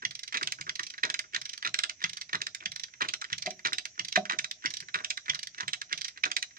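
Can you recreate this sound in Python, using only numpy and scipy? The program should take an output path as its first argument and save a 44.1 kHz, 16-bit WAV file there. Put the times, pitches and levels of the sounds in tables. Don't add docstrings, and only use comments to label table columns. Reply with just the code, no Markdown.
import sys
import numpy as np
from scipy import signal
from scipy.fft import rfft, irfft, next_fast_len
from scipy.io import wavfile
from scipy.ndimage import uniform_filter1d

SR = 44100
rng = np.random.default_rng(int(sys.argv[2]) if len(sys.argv) > 2 else 0)


def ratio(d):
    e = np.asarray(d, float) / 20
    return 10 ** e


def digitize_waveform(pressure):
    field = np.atleast_2d(pressure).T
    bounded = np.clip(field, -1, 1)
    quanta = np.round(bounded * 32767).astype(np.int16)
    wavfile.write(sys.argv[1], SR, quanta)


N = 290351

# f/Hz, level/dB, time to fade by 60 dB/s
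POLE_TONES = [(197, -7, .1), (388, -10, .08), (505, -22, .08), (625, -1, .2), (660, -3, .16),
              (733, -3, .18), (960, -18, .05), (1190, -13, .04)]
# f/Hz, level/dB
CRACK_NOISE = [(2800, -2), (4200, -3), (6000, -1.5), (7500, -16.5), (9000, -11)]


def pawls():
    rows, parts = contacts()
    s, db, bright_db, centre, t60, tooth = np.transpose(rows)[:, :, None]
    lead = .008
    t = np.arange(SR // 9) / SR
    after = np.maximum(t - lead, 0)
    shape = len(s), len(t)
    rise = landing(db, bright_db, t - lead)

    def fall(share):
        return ratio(-60 * after / np.clip(share * t60, .004, 1))

    def colour(hz):
        return np.vstack([np.tile(np.interp(hz, f, gain), (count, 1)) for f, gain, count in parts])

    def on_time(x):
        return placed(x, s[:, 0] - lead - .0008)

    def dull(x):
        return filtered(x, lambda hz: 1 / (1 + (hz / 8300) ** 36 + (240 / (hz + 1)) ** 4))

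    body, edge, jolt, glint, top = steel_parts(t, after, fall, shape, centre, tooth)
    attack = rise * (after < .01) * (after > 0)
    load_db = np.clip(-30.0 - 0.73 * bright_db, -40, -17)
    top_db = np.clip(8.16 * bright_db - 47.5, -47, -20)
    blow = even(body, attack) + ratio(bright_db) * even(edge, attack) + ratio(load_db) * jolt
    steel = dull(on_time(filtered(rise * blow, colour)))
    glints = dull(on_time(filtered(rise * ratio(bright_db - 18) * glint, colour)))
    spring = on_time(rise * ratio(top_db) * top)
    hum = placed(pole_hum(t, shape, db, bright_db), s[:, 0])
    return steel + spring, glints + np.roll(spring, 130), hum


def landing(db, bright_db, since):
    shape = len(db), len(since)
    after = np.maximum(since, 0)
    chatter_db = 4.37 * lumps(shape, 484)
    chatter_db = chatter_db - chatter_db[:, SR // 125:SR // 70].mean(1, keepdims=True)
    soft = np.clip(3.45 - 0.09 * bright_db - .04 * (db + 20), .6, 3)
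    seated = 1 - np.exp(-after / 0.00072 / soft)
    slide = ratio(-24) * np.exp(np.minimum(since, 0) / 0.0011)
    again = .005 * (0.93 + .6 * rng.random(db.shape))
    bounce = 1 + ratio(-4) * (after > again) * np.exp(-np.abs(after - again) / 0.001)
    return ratio(db + 2.5) * (seated + slide) * bounce * ratio(chatter_db)


def steel_parts(t, after, fall, shape, centre, tooth):
    # f/Hz, level/dB, time to fade by 60 dB/s
    wheel = [(1180, -6, .04), (1380, -3, .04), (1520, -2, .04), (1690, -1, .04), (1850, -1, .04),
             (2050, 0, .045), (2290, 0, .04), (2480, -1, .04), (2750, -2, .035), (3080, -3, .04)]
    teeth = [(3600, -4, .02), (3890, -2, .028), (4400, -4, .02), (4800, -2, .022), (5200, -4, .02),
             (5600, -4, .022), (6680, -7, .025), (7400, -9, .035)]
    coil = [(9200, -1, .08), (10400, -5, .07), (12050, -4, .05), (13340, -8, .05), (14400, -3, .045),
            (15000, -5, .05), (15700, -4, .04)]
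    # f/Hz, level/dB
    spring_noise = [(8500, 5.5), (10000, -3), (11000, -18), (12000, -12), (13300, -19), (15200, -10),
                    (16100, -19), (16700, -45.5)]
    cable_noise = [(220, 8.5), (390, 9), (650, -15), (1100, 3.5)]
    count = shape[0]

    def near_centre(hz):
        return (hz > 900) / (1 + (np.log2((hz + 1) / centre) / .45) ** 2)

    grit = unit(filtered(rng.standard_normal(shape), near_centre))
    body = ratio(1.5) * fall(1.0) * ring(wheel, t, count, 6, centre)
    body = body + (ratio(-5.0) * fall(0.42) + ratio(-14.5) * fall(1.84)) * grit
    edge = ratio(13.5) * fall(0.64) * ring(teeth, t, count, 6, tooth=tooth)
    edge = edge + ratio(-2.5) * fall(0.39) * noise(shape, CRACK_NOISE)
    jolt = fall(1.81) * (1 - np.exp(-after / 0.011)) * noise(shape, cable_noise)
    glint = fall(1.0) * noise(shape, CRACK_NOISE)
    top = fall(0.4) * noise(shape, spring_noise) + ratio(-18.5) * ring(coil, t, count, 10)
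    return body, edge, jolt, glint, top


def pole_hum(t, shape, db, bright_db):
    swell = ratio(db - 22 - 0.41 * bright_db) * (1 - np.exp(-t / 0.28))
    return swell * ratio(5.8 * lumps(shape, 60)) * ring(POLE_TONES[3:6], t, shape[0], 2.7)


def contacts():
    # t/s, peak/dB, centre/Hz, time to fade by 60 dB/s
    take_up = [(0.3442, -17.5, 2010, 0.036), (1.0336, -8.5, 1910, 0.044), (1.6499, -14, 2060, 0.024),
               (2.331, -11.5, 2010, 0.035), (3.018, -12.5, 2250, 0.051), (3.6494, -17, 2180, 0.05),
               (4.158, -10.5, 1830, 0.03), (4.299, -13, 1920, 0.012), (4.9448, -13, 1930, 0.014),
               (5.6021, -22, 1750, 0.021), (6.239, -7, 2150, 0.012)]
    # t/s, peak/dB, centre/Hz, tooth/Hz, brightness/dB
    pull = [(0.4293, -10.5, 2400, 5470, 2), (0.4729, -12.5, 2230, 3780, 2.5),
            (0.5214, -13.5, 2260, 5120, 4.5), (0.611, -19, 2220, 6790, 2), (1.1, -14, 2200, 5400, 2),
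            (1.142, -12, 2250, 3760, 1.5), (1.1914, -12.5, 2100, 4740, 3), (1.7421, -10, 2290, 4060, 1.5),
            (1.7887, -10, 2400, 4060, 2.5), (1.8359, -10.5, 2520, 3890, 1.5), (1.8952, -15, 2340, 5170, 2),
            (2.4164, -12, 2330, 3930, 2), (2.4674, -12.5, 2240, 3930, 2), (2.5481, -21, 2020, 4100, 5),
            (3.0864, -17.5, 2570, 4040, 1), (3.137, -10.5, 2520, 3750, 2), (3.2154, -25.5, 1760, 5150, 1.5),
            (3.7314, -11, 2380, 4060, 2.5), (3.7831, -13.5, 2600, 3800, 1.5), (3.8543, -17, 2240, 4840, 3),
            (4.388, -13.5, 2185, 5460, 2.5), (4.444, -15, 2090, 3730, 2), (4.5114, -17.5, 2520, 3930, 3.5),
            (5.0464, -13.5, 2450, 4470, 2), (5.1034, -15.5, 2580, 3930, 2), (5.1733, -18.5, 2100, 3900, 2),
            (5.68, -14.5, 2330, 3760, 1.5), (5.7329, -14, 2510, 3850, 1), (5.8159, -17, 2020, 6600, 2.5),
            (6.3154, -11.5, 2380, 6750, 2), (6.3662, -11, 2260, 3860, 2.5), (6.426, -14.5, 2180, 6650, 3.5)]
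    # t/s, peak/dB, centre/Hz
    seat = [(0.0519, -18.5, 2160), (0.6939, -19.5, 1940), (1.3475, -18, 1700), (2.0403, -22.5, 1900),
            (2.6585, -19.5, 2040), (3.3295, -22.5, 2100), (3.995, -18.5, 2150), (4.66, -19, 1970),
            (5.2971, -19.5, 2100), (5.9279, -18.5, 2000)]
    # t/s, peak/dB
    ticks = [(0.326, -27), (0.939, -34), (0.9806, -29), (1.325, -45), (1.6262, -26), (2.0047, -37),
             (2.2935, -31), (2.6364, -37.5), (2.8833, -41.5), (2.938, -36.5), (3.2435, -27.5),
             (3.302, -31.5), (3.32, -32), (3.5932, -33), (3.955, -48), (4.2548, -27.5), (4.6241, -40),
             (4.8863, -32), (5.26, -34.5), (5.5473, -31.5), (5.583, -30), (5.8962, -42), (6.1756, -30),
             (6.508, -45.5), (6.568, -39)]
    # t/s, peak/dB, brightness/dB, centre/Hz
    rebounds = [(0.3588, -25, -26, 1750), (0.372, -18.5, 0.5, 2200), (0.7941, -20, -3, 1770),
                (1.052, -19, 1, 1670), (1.363, -14.5, -1.5, 2000), (1.6641, -19.5, -4, 1440),
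                (1.6749, -18.5, 1, 2250), (1.693, -57, 28, 2220), (1.846, -30, -15, 1640),
                (2.0176, -25, -14, 1880), (2.026, -43, 10, 1650), (2.0577, -29.5, 1, 1890),
                (2.3466, -17.5, -19, 1760), (2.3533, -20, 1, 2030), (3.008, -18, -17, 1420),
                (3.0441, -25, -13, 1420), (3.6605, -15.5, -6, 1760), (3.671, -45, 24.5, 2080),
                (3.684, -28, -11, 1530), (4.1722, -21.5, 2.5, 2150), (4.31, -16, -6.5, 1410),
                (4.3212, -18.5, -1.5, 1910), (4.9562, -14.5, -10.5, 1720), (4.9772, -32, -6, 1400),
                (4.989, -27.5, -5, 1950), (5.3352, -27, -7, 1720), (5.3548, -27.5, 0, 1710),
                (5.6068, -19, 0.5, 1720), (5.6283, -30.5, -31, 1630), (6.254, -42.5, 23.5, 1440)]
    # t/s, peak/dB, centre/Hz
    slack = [(0.0228, -30.5, 1540), (0.412, -22, 1320), (0.5866, -30, 1440), (0.6658, -30.5, 1400),
             (0.675, -27.5, 1400), (1.0427, -17.5, 2030), (1.0686, -35.5, 1520), (1.094, -26.5, 1650),
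             (1.095, -38, 1900), (1.241, -42.5, 1620), (1.3346, -29, 2230), (1.996, -44, 2300),
             (2.4052, -33, 1510), (2.605, -28.5, 2170), (2.624, -35, 1570), (3.052, -26.5, 2220),
             (3.2867, -44, 2300), (3.458, -30, 1800), (3.465, -18.5, 2050), (3.722, -24, 1480),
             (3.978, -33, 1460), (3.9922, -34, 1770), (4.3293, -24, 1680), (4.631, -39.5, 1900),
             (4.649, -42, 1700), (4.6409, -28.5, 1490), (4.8251, -35, 1700), (4.9972, -32.5, 1680),
             (5.005, -25.5, 1460), (5.028, -50, 1500), (5.039, -36, 1600), (5.282, -22, 1630),
             (5.565, -51, 1900), (5.577, -34, 2100), (5.596, -39, 2000), (5.909, -34, 1740),
             (5.92, -26.5, 1770), (6.161, -43, 1900), (6.2586, -19, 1430), (6.3034, -34, 1720)]
    # f/Hz, width/Hz,
    # level/dB
    hollows = [(2808, 240, -2), (4455, 91, -6.5), (5176, 100, 0.5), (7330, 160, -2.5)]
    lever = [(1020, 220, 4), (2150, 73, -6.5), (3060, 67, -2), (3880, 290, 5.5), (7300, 170, -15.5)]
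    holder = [(1400, 206, 4), (2390, 600, -2.5), (3860, 260, 3), (6200, 410, 0), (7650, 480, -1),
              (8860, 1160, 7.5)]
    stop = [(2050, 105, 5.5), (2820, 120, 7), (3340, 170, 11), (4600, 110, 10), (5770, 220, 6.5),
            (7400, 92, -13)]
    driver = [(1400, 820, 2), (2500, 450, -2.5), (3670, 220, -7), (3720, 350, 7.5), (4620, 86, 6.5),
              (5710, 83, 7.5), (7600, 510, -2), (8210, 200, 6)]
    slow_ticks = [(s, db, -3, 1950, .026) for s, db in ticks]
    kinds = [(lever, [(s, db, -8.5, hz, t60) for s, db, hz, t60 in take_up]),
             (holder, [(s + .001, db - 4.0, bright_db, hz, .024, tooth_hz)
                       for s, db, hz, tooth_hz, bright_db in pull]),
             (stop, [(s, db, 1.5, hz, .025) for s, db, hz in seat]),
             (driver, slow_ticks + skips()),
             (lever, [(s, db, bright_db, hz, .03) for s, db, bright_db, hz in rebounds]),
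             ([], [(s, db, -15.5, hz, .04) for s, db, hz in slack])]
    hz = np.arange(0, SR / 2, 20)

    def tint(part):
        return ratio(sum(db * np.exp(-((hz - c) / w) ** 2 / 2) for c, w, db in part + hollows))

    rows = [(*row, 100)[:6] for _, group in kinds for row in group]
    return rows, [(hz, tint(part), len(group)) for part, group in kinds]


def skips():
    # first tooth/s, last tooth/s, number of teeth, peak/dB, slowing/share
    swings = [(0.1104, 0.278, 5, -32, 0.027), (0.755, 0.902, 5, -32.5, -.09), (1.415, 1.577, 5, -32, 0.043),
              (2.0948, 2.213, 4, -31, 0.052), (2.7182, 2.836, 4, -30.5, -0.027),
              (3.3822, 3.5065, 4, -30.5, 0.049), (4.049, 4.123, 3, -30, 0.048),
              (4.705, 4.804, 4, -30, -0.0077), (5.347, 5.472, 4, -30, -0.041),
              (5.9774, 6.0825, 4, -30.5, 0.016)]
    rows = []
    for first, last, teeth, db, slowing in swings:
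        u = np.linspace(-1, 1, round(teeth) - 1)
        way = np.cumsum(np.r_[0, 1 + slowing * u + 0.082 * u ** 2])
        rows += [(first + (last - first) * w / way[-1], db) for w in way]
    chance = 2 * rng.random((len(rows), 3)) - 1
    return [(s, db - a, 8.5 + 1.5 * b, 2233 * (1 + c / 8), .041)
            for (s, db), (a, b, c) in zip(rows, chance)]


def frame():
    # t/s, peak/dB
    thuds = [(0.063, -54), (0.367, -55), (0.435, -52.5), (0.603, -53), (0.691, -51.5), (0.798, -60),
             (1.047, -56), (1.364, -48.5), (1.666, -52), (2.041, -50), (2.342, -50), (2.662, -50.5),
             (3.024, -52), (3.325, -49.5), (3.658, -54), (3.995, -49), (4.376, -50), (4.657, -52),
             (4.821, -59.5), (4.956, -51.5), (5.297, -53), (5.632, -51), (5.928, -53), (6.254, -56.5)]
    # f/Hz, level/dB, time to fade by 60 dB/s
    frame_tones = [(115, -9.5, 0.1), (144, -7, 0.091), (176.7, -7.5, 0.07)]
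    s, db = np.transpose(thuds)[:, :, None]
    t = np.arange(SR // 3) / SR
    shaking = ratio(3 * lumps((len(s), len(t)), 40))
    swell = (t / 0.0099) ** 2 / (1 + (t / 0.0066) ** 2) * ratio(db + 19.0) * shaking
    return placed(swell * ring(frame_tones, t, len(s), 1.6), s[:, 0] - .004)


def pole():
    # t/s, level/dB
    knocks = [
        (3.455, -59.5),
        (3.4729, -43.5),
        (4.1735, -33.5),
    ]
    s, db = np.transpose(knocks)[:, :, None]
    hz, level_db, t60 = np.transpose(POLE_TONES)[:, :, None]
    t = np.arange(SR // 3) / SR
    sign = np.where(hz > 700, -1, 1)
    tone = (sign * ratio(level_db - 60 * t / t60) * np.sin(2 * np.pi * hz * t)).sum(0)
    damping = ratio(-13 / (1 + np.exp((.024 - t) / 0.0018)))
    return placed(ratio(db + 13) * (1 - np.exp(-t / 0.0025)) * damping * tone, s[:, 0])


def trunks(x):
    # f/Hz, time/s
    echo_fade = [(150, 0.52), (650, 0.11), (2000, 0.078), (6000, 0.19), (9000, 0.12), (14000, 0.18)]
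    hop = SR // 4
    out = np.zeros((2, N + 3 * SR))
    x = np.pad(x, (hop, 2 * hop))
    fade = np.sin(np.pi * np.arange(2 * hop) / (2 * hop))
    for start in range(0, N + hop, hop):
        hz, t, z = signal.stft(rng.standard_normal((2, SR // 3)), SR, nperseg=128)
        z = z * ratio(-60 * t / np.abs(along(echo_fade, hz))[:, None])
        tail = signal.istft(z, SR, nperseg=128)[1]
        tail = tail / np.linalg.norm(tail[0])
        wet = signal.fftconvolve(fade * x[None, start:start + 2 * hop], tail, axes=1)
        out[:, start + 90:start + 90 + wet.shape[1]] += wet
    return out[:, hop:hop + N]


def canopy():
    # f/Hz, level/dB
    insect_noise = [(4900, -24), (5400, -12), (5650, -5), (5850, 0), (6100, -5), (6450, -11), (7400, -15),
                    (8150, -36)]
    air_noise = [(30, -4), (110, 0), (1100, -25.5), (2000, -5.5), (4500, -17.5), (7800, -39.5), (8800, -60),
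                 (11500, -46.5), (16000, -46)]
    swell_db = 0.83 * lumps((1, N), 50) + 1.3 * lumps((1, N), 2.7)
    insects = ratio(-60 + swell_db) * noise((2, N), insect_noise)
    return insects * ratio([[-1.5], [1.5]]) + ratio(-65.5) * noise((2, N), air_noise) + cricket()


def cricket():
    # start t/s, end t/s, level/dB
    songs = [
        (.5, 1.0, -98),
        (2.8, 3.1, -101),
        (3.3, 4.55, -99),
        (5.0, 5.25, -101),
        (6.1, 6.6, -97),
    ]
    t = np.arange(N) / SR
    bouts = uniform_filter1d(sum(ratio(db) * ((t > a) & (t < b)) for a, b, db in songs), size=2000)
    phase = 2 * np.pi * 11480 * t + 1.5 * lumps((1, N), 30)
    return bouts * ratio(8 * lumps((1, N), 18)) * np.sin(phase)


def ports(x, lag):
    # f/Hz, level/dB
    shade = [(100, 2), (1300, -1.5), (4400, -5), (8000, -4.5), (15000, -13)]

    def half(hz):
        return ratio(along(shade, hz) / 2) * np.exp(-1j * np.pi * hz * lag / SR)

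    return filtered(x, lambda hz: np.array([half(hz), 1 / half(hz)]))


def ring(modes, t, count, scatter_db, centre=None, tooth=None):
    hz, db, t60 = np.transpose(modes)[:, :, None]
    shapes = ratio(-60 * t / np.abs(t60)) * np.exp(2j * np.pi * hz * t)
    chance = rng.random((count, len(modes), 2))
    weights = ratio(db.T + scatter_db * (2 * chance[..., 0] - 1))
    if centre is not None:
        weights = weights / (1 + (np.log2(hz.T / centre) / .3) ** 2)
    if tooth is not None:
        weights = weights * ratio(10.5 / (1 + (np.log2(hz.T / tooth) / .08) ** 2))
    weights = weights / np.linalg.norm(weights, axis=1, keepdims=True)
    return (weights * np.exp(2j * np.pi * chance[..., 1]) @ shapes).imag


def even(rows, weight):
    force = np.linalg.norm(rows * weight, axis=1, keepdims=True)
    force = force / np.linalg.norm(weight, axis=1, keepdims=True)
    return rows * np.median(force) / force


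def placed(rows, times):
    size = rows.shape[1]
    out = np.zeros(N + 2 * size)
    for row, s in zip(rows, times):
        out[size + round(s * SR):][:size] += row
    return out[size:size + N]


def lumps(shape, rate):
    knots = rng.standard_normal((shape[0], int(shape[1] * rate / SR) + 4))
    at = np.arange(shape[1]) * rate / SR
    k = at.astype(int)
    return knots[:, k] * (1 - at + k) + knots[:, k + 1] * (at - k)


def noise(shape, spectrum):
    return unit(filtered(rng.standard_normal(shape), lambda hz: ratio(along(spectrum, hz, -99.0))))


def unit(x):
    return x / np.sqrt(np.mean(x ** 2, -1, keepdims=True) + 1e-20)


def along(points, hz, ends=None):
    f, v = np.transpose(points)
    return np.interp(np.log(hz + 1), np.log(f + 1), v, ends, ends)


def filtered(x, response):
    n = x.shape[-1]
    m = next_fast_len(n + min(4096, n // 4))
    return irfft(rfft(x, m) * response(np.fft.rfftfreq(m, 1 / SR)), m)[..., :n]


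def scene():
    clicks, glints, hum = pawls()
    thuds = frame()
    knocks = pole() + hum
    wet = trunks(ratio(-8.0) * clicks + ratio(-1.0) * thuds + ratio(-5.5) * knocks)
    wet = filtered(wet, lambda hz: 1 / (1 + (hz / 9000) ** 6))
    forest = wet * ratio([[-1.5], [1.5]]) + canopy()
    forest -= filtered(forest - forest.mean(0), lambda hz: 1 / (1 + (hz / 450) ** 2))
    winch = ports(clicks, 18.5) + ports(glints, 18.5) * [[1], [-1]]
    return winch + ports(thuds, 23.0) + ports(knocks, .3) + forest


def band_limit(x):
    return signal.sosfilt(signal.butter(12, 16790, fs=SR, output="sos"), x)


def record(dry):
    mix = filtered(dry, lambda hz: 1 / (1 + (58 / (hz + 1)) ** 4) ** .5)
    return band_limit(mix)


dry = scene()
out = record(dry)
digitize_waveform(out)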